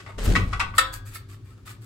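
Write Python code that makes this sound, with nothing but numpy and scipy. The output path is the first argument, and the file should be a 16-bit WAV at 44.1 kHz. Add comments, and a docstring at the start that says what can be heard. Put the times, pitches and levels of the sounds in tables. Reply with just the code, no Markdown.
"""Under a car in a garage, a hand works a loose steel heat shield on the exhaust, over a wavering hum.
At first the held shield knocks dully, its modes damped by the hand, while a low rumble and a rustle
swell at the microphone. At 0.78 s it snaps free with one bright clank: the edge chatters on the pipe
and the sheet rings in free vibration. Then the fingers scrape along it in stick-slip friction, tap it,
and settle on it at 1.28 s, damping the ring; faint strokes and one light knock follow."""
import sys
import numpy as np
from scipy import signal
from scipy.fft import rfft, irfft, next_fast_len
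from scipy.io import wavfile
from scipy.ndimage import uniform_filter1d, map_coordinates

SR = 44100
rng = np.random.default_rng(int(sys.argv[2]) if len(sys.argv) > 2 else 0)


def unload_wav(signal):
    """Save mono or channel-first audio to the path in sys.argv[1] as 16-bit WAV at rate SR, clipped to [-1, 1]."""
    wavfile.write(
        sys.argv[1],
        SR,
        np.round(np.clip(np.atleast_2d(signal).T, -1, 1) * 32767).astype(np.int16),
    )


N = 81585

# Levels are relative: each source applies its own gain, and spectra give shape only.
# modes of the shield: (frequency [Hz], level when held [dB], level when free [dB], t60 [s])
SHIELD_MODES = [(307.5, -35, -37, 0.96), (533, -23, -22.5, 0.22), (781.4, -17, -33, 0.29),
                (1013, -23, -24.5, 0.42), (1139.7, 2, -13, 0.17), (1248, 1, -21.5, 0.094),
                (1301, -19.5, 9.5, 0.049), (1439, -0.5, -14.5, 0.19), (1509, -4.5, -21, 0.65),
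                (1631, -22.5, -28, 0.97), (1708, -24.5, -8.5, 0.057), (1828, -0.5, 7.5, 0.049),
                (1977, 5, -19, 0.15), (2213, -3, -13.5, 0.14), (2625, -0.5, -13.5, 0.14),
                (2790, -18, -24, 0.065), (3375, -9, -17.5, 0.34), (3620, -28.5, -17.5, 0.31),
                (3900, -14, -12, 0.12), (4615, -26, -13, 0.13), (5120, -6.5, -11.5, 0.099),
                (7150, -26, -27, 0.18), (8340, -28.5, -19, 0.12), (10700, -42.5, -8.5, 0.067)]
# knocks of the held shield, and a fingertip's double tap on the freed one:
# (time [s], level [dB], tilt [dB/octave], note of the struck patch [Hz], level of that note [dB])
KNOCKS = [(0.001, -42.5, 0, 1400, -12), (.062, -40.5, -3, 2350, -9), (.353, -22.5, -1, 1914, 7.5),
          (.359, -18.5, -2, 2257, -3.5), (.528, -34.5, 0, 1190, 3.5), (.532, -27.5, -3, 1290, 0),
          (.5955, -27, 1.5, 940, 0.5), (.6005, -21, 0, 2495, -5.5), (.608, -25.5, -6, 1867, -6),
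          (.738, -40, -7, 1142, -2), (1.674, -44, 2, 1261, 2)]
TAPS = [(1.1545, -40.5, 9, 1775, -0.5), (1.1575, -40.5, -4.5, 2140, -1.5)]
# rebounds of the edge on the pipe: (time [s], level [dB], tilt [dB/octave])
CHATTER = [(0.7804, -4, -2.5), (0.782, 1, 1.5), (0.79, -1, -3.5), (0.7948, -5.5, -2.5), (0.804, -14, 0.5),
           (.811, -16.5, 0.5)]
# dense modes of the sheet, knocked and snapping: (frequency [Hz], spectral density [dB])
KNOCK_SPECTRUM = [(200, -42.5), (700, -12), (1200, -1), (1700, -4), (2400, 1), (3300, -7), (5200, -9.5),
                  (6500, -15), (8000, -15), (15000, -37)]
SNAP_SPECTRUM = [(200, -38), (850, -16.5), (1300, -4.5), (2200, -5.5), (2800, -8.5), (3700, -3),
                 (5000, -15.5), (6000, -19.5), (7000, -8.5), (8100, -2.5), (9300, -20.5), (11000, -12),
                 (15500, -20)]
# finger strokes: (time [s], duration [s], level [dB], tilt [dB/octave])
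STROKES = [(0.23, 0.029, -38.5, 7.5), (0.063, .045, -44.5, -6.5), (0.745, 0.044, -42.5, 0.5),
           (0.923, 0.019, -34, 3), (1.05, 0.042, -48, 2.5), (1.102, 0.036, -51, 1),
           (1.132, 0.028, -39.5, 4), (1.282, 0.058, -52, 0.5), (1.442, 0.065, -61, 0),
           (1.493, 0.041, -62.5, -1.5), (1.565, 0.011, -58, -2.5), (1.651, 0.066, -46, 1),
           (1.808, 0.057, -55, 2)]
# friction noise of the sheet: (frequency [Hz], spectral density [dB])
SCRAPE_SPECTRUM = [(300, -24), (850, -6.5), (1250, -2), (1650, -4.5), (2400, -3.5), (3000, -8), (4600, -11),
                   (6000, -14.5), (8000, -9.5), (9200, -22), (11000, -10.5), (15500, -19.5)]
# resonances that rubbing excites: (frequency [Hz], half-width [Hz], gain [dB])
SCRAPE_RESONANCES = [(1310, 130, 5), (1836, 130, 3.5), (2200, 42, -1.5), (3624, 34, 6), (4620, 210, 5.5),
                     (6600, 29, 7.5), (7690, 130, 2.5), (8700, 180, 11.5)]
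# reverberation time of the garage: (frequency [Hz], t60 [s])
GARAGE_T60 = [(150, 0.13), (600, 0.69), (1500, 0.3), (4000, 0.31), (8000, 0.13), (14000, 0.11)]
# rumble at the microphone: (time [s], deep band level [dB], upper band level [dB])
RUMBLE_ENVELOPE = [(0, -69, -58), (.15, -47, -57), (.19, -32, -41), (.23, -26.5, -39), (.26, -24.5, -37.5),
                   (.295, -13, -24), (.325, -18.5, -27.5), (.36, -26.5, -26.5), (.43, -22.5, -31),
                   (.52, -30.5, -46.5), (.57, -30.5, -47), (.68, -37, -48.5), (.85, -41.5, -53),
                   (1.05, -43, -80), (1.3, -58, -65), (1.85, -60.5, -59.5)]
# rubbing close to the microphone: (time [s], level [dB])
RUSTLE_ENVELOPE = [(0, -50), (.176, -62.5), (.185, -35.5), (.24, -38.5), (.255, -34), (.3, -34.5),
                   (.35, -35.5), (.45, -50), (.55, -49), (.7, -58), (.9, -103.5)]
# the rumble's two bands and the rustle: (frequency [Hz], spectral density [dB])
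DEEP_SPECTRUM = [(10, -6.5), (25, -13.5), (42, 4.5), (62, -9.5), (78, -5.5), (95, -3), (125, -14),
                 (250, -77)]
UPPER_SPECTRUM = [(70, -17.5), (130, -9.5), (180, -0.5), (260, -9.5), (400, -17), (600, -23), (1200, -50)]
RUSTLE_SPECTRUM = [(240, -28), (400, 1.5), (550, -7.5), (850, -12), (1500, -10), (3000, -13.5), (5700, -19),
                   (8300, -20), (11300, -29.5), (15500, -39.5)]
# the wavering hum: (time [s], frequency [Hz], level [dB])
HUM_CONTOUR = [(0, 94.5, -55.5), (.08, 100.3, -40.5), (.14, 97.23, -44.5), (.65, 95.9, -42.5),
               (.95, 98.9, -44.5), (1.09, 103.6, -41), (1.25, 96.5, -48), (1.31, 99.2, -40.5),
               (1.38, 103.9, -47.5), (1.43, 97.6, -46), (1.65, 99.17, -52), (1.71, 104.2, -43.5),
               (1.75, 108.6, -54), (1.8, 111.5, -37.5), (1.85, 113, -45)]
# faint tones above the hum: (frequency [Hz], level [dB])
HUM_TONES = [(193.8, -66), (263.8, -69), (339, -68), (387.6, -66)]
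# ambient noise of the garage: (frequency [Hz], spectral density [dB])
AIR_SPECTRUM = [(20, -30.5), (40, -19), (65, 1), (85, -11.5), (115, 3), (150, -10.5), (195, -23),
                (260, -13), (380, -20), (520, -27.5), (800, -34), (1250, -32.5), (2000, -36), (5000, -40),
                (8000, -44), (15000, -53)]
# likeness of the left and right channels: (frequency [Hz], correlation [-1 to 1])
STEREO_CORRELATION = [(30, .996), (70, .98), (125, .96), (250, .82), (500, .4), (1200, .65), (2000, -.1),
                      (4000, .28), (6000, .05), (8000, .45), (9100, .15), (9750, -.96), (10500, 0),
                      (12400, .2), (13500, -.85), (14600, .1)]
# level difference between the channels: (frequency [Hz], left over right [dB])
STEREO_BALANCE = [(40, 1.5), (250, 1.1), (500, 3), (1200, 3.5), (2200, 3.5), (4000, -0.5)]


def snap(snap_s=0.7815, touch_s=1.28, level_db=-10.5):
    """Free vibration: the released shield chatters on the pipe and rings until the fingers damp it."""
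    t = since(snap_s)
    free_db = [free for _, _, free, _ in SHIELD_MODES]
    finger_damping = decay(since(touch_s), t60=0.28)
    modes = ring(t, free_db, slope_db=0, build_s=0.0046, scatter_db=2.5) * finger_damping
    chatter = np.zeros((2, N))
    for start_s, db, slope_db in CHATTER:
        chatter += amp(db) * clatter(since(start_s), SNAP_SPECTRUM, slope_db, rise_s=0.00027,
                                     hold_s=0.0027, t60=0.031, tail_db=-20, tail_t60=0.13)
    lingering = noise(SNAP_SPECTRUM) * np.minimum(t / 0.0081, 1) * decay(t, t60=0.33)
    return amp(level_db) * (modes + amp(-5) * chatter + amp(-26) * lingering)


def knocks():
    """Damped vibration: the shield strikes the pipe dully while the hand absorbs its energy."""
    held_db = [held for _, held, _, _ in SHIELD_MODES]
    return impacts(KNOCKS, held_db, ring_db=-7.5, clatter_db=-3, hand_t60=0.48, patch_t60=0.081)


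def taps():
    """Impulse excitation: a fingertip sets the freed shield's modes clinking."""
    free_db = [free for _, _, free, _ in SHIELD_MODES]
    return impacts(TAPS, free_db, ring_db=-5, clatter_db=-8, hand_t60=0.36, patch_t60=0.09)


def impacts(blows, levels_db, ring_db, clatter_db, hand_t60, patch_t60):
    """Impulse response: each blow excites hand-damped modes, a clatter and the struck patch's note."""
    out = np.zeros((2, N))
    for start_s, db, slope_db, patch_hz, patch_db in blows:
        t = since(start_s)
        # the changing grip detunes the modes from blow to blow
        modes = ring(t, levels_db, slope_db, build_s=0.00113, scatter_db=2.0, detune=0.008)
        damped = modes * decay(t, hand_t60)
        crash = clatter(t, KNOCK_SPECTRUM, slope_db, rise_s=0.00079,
                        hold_s=0.00036, t60=0.096, tail_db=-15.5, tail_t60=0.19)
        patch = np.sin(2 * np.pi * patch_hz * t) * decay(t, patch_t60)
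        out += amp(db) * (amp(ring_db) * damped + amp(clatter_db) * crash + amp(patch_db) * patch)
    return out


def ring(t, levels_db, slope_db, build_s, scatter_db, detune=0, wander_rad=0.35):
    """Modal superposition: decaying sinusoids add, each out of phase between the two channels."""
    out = np.zeros((2, N))
    for (hz, _, _, t60), db in zip(SHIELD_MODES, levels_db):
        wander = wander_rad * fluctuation(t, per_s=60)  # the loose sheet rings unsteadily
        detuned_hz = hz * (1 + detune * rng.standard_normal())
        phase = 2 * np.pi * (detuned_hz * t + rng.random()) + wander
        channel_phase = stereo_angle(hz) * np.array([[1], [-1]]) * rng.choice([-1, 1])
        gain = amp(db + scatter_db * rng.standard_normal()) * tilt(hz, slope_db)
        out += gain * decay(t, t60) * np.sin(phase + channel_phase)
    build_up = 1 - np.exp(-(t / build_s) ** 2)
    return out * build_up


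def clatter(t, spectrum, slope_db, rise_s, hold_s, t60, tail_db, tail_t60):
    """Modal overlap: dense modes merge in a crash that lingers softly between shield and floor pan."""
    rippled = filtered(rng.standard_normal((2, N)), modal_ripple())
    attack = 1 - np.exp(-t / rise_s)
    after_hold = np.maximum(t - hold_s, 0)
    release = decay(after_hold, t60) + amp(tail_db) * decay(after_hold, tail_t60)
    return coloured(rippled, spectrum, slope_db) * attack * release


def modal_ripple(depth_db=3.6, spacing_hz=55):
    """Statistical response: the sheet's many close modes act as a random gain along frequency."""
    knots = rng.standard_normal(int(SR / spacing_hz))
    return lambda hz: amp(depth_db * map_coordinates(knots, [hz / spacing_hz]))


def scrapes(slips_per_s=1500, hiss_db=-2, rise_s=0.016):
    """Stick-slip friction: fingers on the rusty sheet drive its resonances with tiny slips and hiss."""
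    out = np.zeros((2, N))
    for start_s, length_s, db, slope_db in STROKES:
        slips = unit_rms(rng.standard_normal((2, N)) * (rng.random(N) < slips_per_s / SR))
        ripple = modal_ripple()
        friction = slips + amp(hiss_db) * rng.standard_normal((2, N))
        rubbed = filtered(friction, lambda hz: scrape_resonance(hz) * ripple(hz))
        stroke = np.minimum(since(start_s) / rise_s, 1) * decay(since(start_s + length_s), t60=0.13)
        out += amp(db) * stroke * coloured(rubbed, SCRAPE_SPECTRUM, slope_db)
    return out


def scrape_resonance(hz):
    """Resonance: the rubbed sheet's gain follows a bell-shaped curve about each centre frequency."""
    return amp(sum(db / (1 + ((hz - centre) / width) ** 2) for centre, width, db in SCRAPE_RESONANCES))


def garage(x, build_s=0.018):
    """Reverberation: diffuse reflections build up, then each frequency decays at its own rate."""
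    hz, t, bands = signal.stft(rng.standard_normal((2, SR)), SR, nperseg=256)
    bands = bands * decay(t, at_frequency(GARAGE_T60, hz)[:, None]) * np.minimum(t / build_s, 1)
    _, tail = signal.istft(bands, SR, nperseg=256)
    return signal.fftconvolve(x, tail / np.linalg.norm(tail[0]), axes=1)[:, :N]


def rumble_and_rustle(grit_db=2.5):
    """Amplitude-modulated noise: low buffeting and gritty rubbing swell at the microphone."""
    deep_db, upper_db = curves(RUMBLE_ENVELOPE)
    rustle_db, = curves(RUSTLE_ENVELOPE)
    grit = unit_rms(amp(grit_db * fluctuation(since(0), per_s=400)))  # the rubbing catches and slips
    deep = amp(deep_db) * steadied(noise(DEEP_SPECTRUM), window_s=0.0464)
    upper = amp(upper_db) * steadied(noise(UPPER_SPECTRUM), window_s=0.0337)
    rustle = amp(rustle_db) * grit * noise(RUSTLE_SPECTRUM)
    return deep + upper + rustle


def background(waver_db=2, air_db=-49.5):
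    """Modulated tones: a hum wavers in pitch and level, fainter tones in level, over ambient noise."""
    t = since(0)
    hz, db = curves(HUM_CONTOUR)
    hum = amp(db) * np.sin(2 * np.pi * (np.cumsum(hz) / SR + rng.random()))
    for tone_hz, tone_db in HUM_TONES:
        waver = fluctuation(t, per_s=6, span_s=2.7)
        hum += amp(tone_db + waver_db * waver) * np.sin(2 * np.pi * (tone_hz * t + rng.random()))
    return np.sqrt(2) * hum + amp(air_db) * noise(AIR_SPECTRUM)


def noise(spectrum):
    """Spectral shaping: white noise becomes coloured stereo noise of rms 1."""
    return coloured(rng.standard_normal((2, N)), spectrum)


def coloured(x, spectrum, slope_db=0):
    """Mid-side mixing: two independent signals become a shaped, partly correlated pair of rms 1."""
    def response(hz):
        angle = stereo_angle(hz)
        return amp(at_frequency(spectrum, hz)) * tilt(hz, slope_db) * [np.cos(angle), np.sin(angle)]
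    mid, side = filtered(x, response)
    return unit_rms(np.array([mid + side, mid - side]))


def stereo_angle(hz):
    """Correlation is the cosine of a phase difference; this is half that difference, in radians."""
    return np.arccos(np.clip(at_frequency(STEREO_CORRELATION, hz), -1, 1)) / 2


def filtered(x, response):
    """Linear filtering: the spectrum of x is multiplied by a frequency response."""
    size = next_fast_len(N + 8192)
    return irfft(rfft(x, size) * response(np.fft.rfftfreq(size, 1 / SR)), size)[..., :N]


def steadied(x, window_s):
    """Division by the running rms evens out the chance swells of noise."""
    power = uniform_filter1d(np.mean(x ** 2, axis=0), int(window_s * SR))
    return x / np.sqrt(np.abs(power) + 1e-6)


def fluctuation(t, per_s, span_s=2):
    """Spline interpolation joins random values into a smooth drift."""
    return map_coordinates(rng.standard_normal(int(span_s * per_s)), [t * per_s])


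def tilt(hz, slope_db):
    """Spectral tilt: the gain of a slope in dB per octave about 2 kHz, flat below 500 Hz."""
    return amp(slope_db * np.log2(np.maximum(hz, 500) / 2000))


def decay(t, t60):
    """Exponential decay: 60 dB in t60 seconds."""
    return np.exp(-np.log(1000) * t / t60)


def since(start_s):
    """Elapsed seconds after a moment, zero before it."""
    return np.maximum(np.arange(N) / SR - start_s, 0)


def curves(rows):
    """Linear interpolation in time: one value per sample for each later column."""
    times, *columns = np.transpose(rows)
    return [np.interp(since(0), times, column) for column in columns]


def at_frequency(points, hz):
    """Interpolation on a logarithmic frequency axis."""
    frequencies, values = np.transpose(points)
    return np.interp(np.log(hz + 1), np.log(frequencies + 1), values)


def unit_rms(x):
    """Normalisation to rms 1."""
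    return x / np.sqrt(np.mean(x ** 2) + 1e-20)


def amp(db):
    """Amplitude ratio of a level in decibels."""
    return 10 ** (np.asarray(db) / 20)


def scene(garage_db=-12.5):
    """Superposition: shield, room, rumble and hum add; a level difference sets them a little left."""
    metal = knocks() + snap() + taps() + scrapes()
    mix = metal + amp(garage_db) * garage(metal) + rumble_and_rustle() + background()
    left_right = np.array([[0.5], [-0.5]])
    return filtered(mix, lambda hz: amp(at_frequency(STEREO_BALANCE, hz) * left_right))


def record(dry, top_hz=15900):
    """Band limiting: an ideal low-pass filter removes the highest treble."""
    return filtered(dry, lambda hz: hz < top_hz)


dry = scene()
out = record(dry)
unload_wav(out)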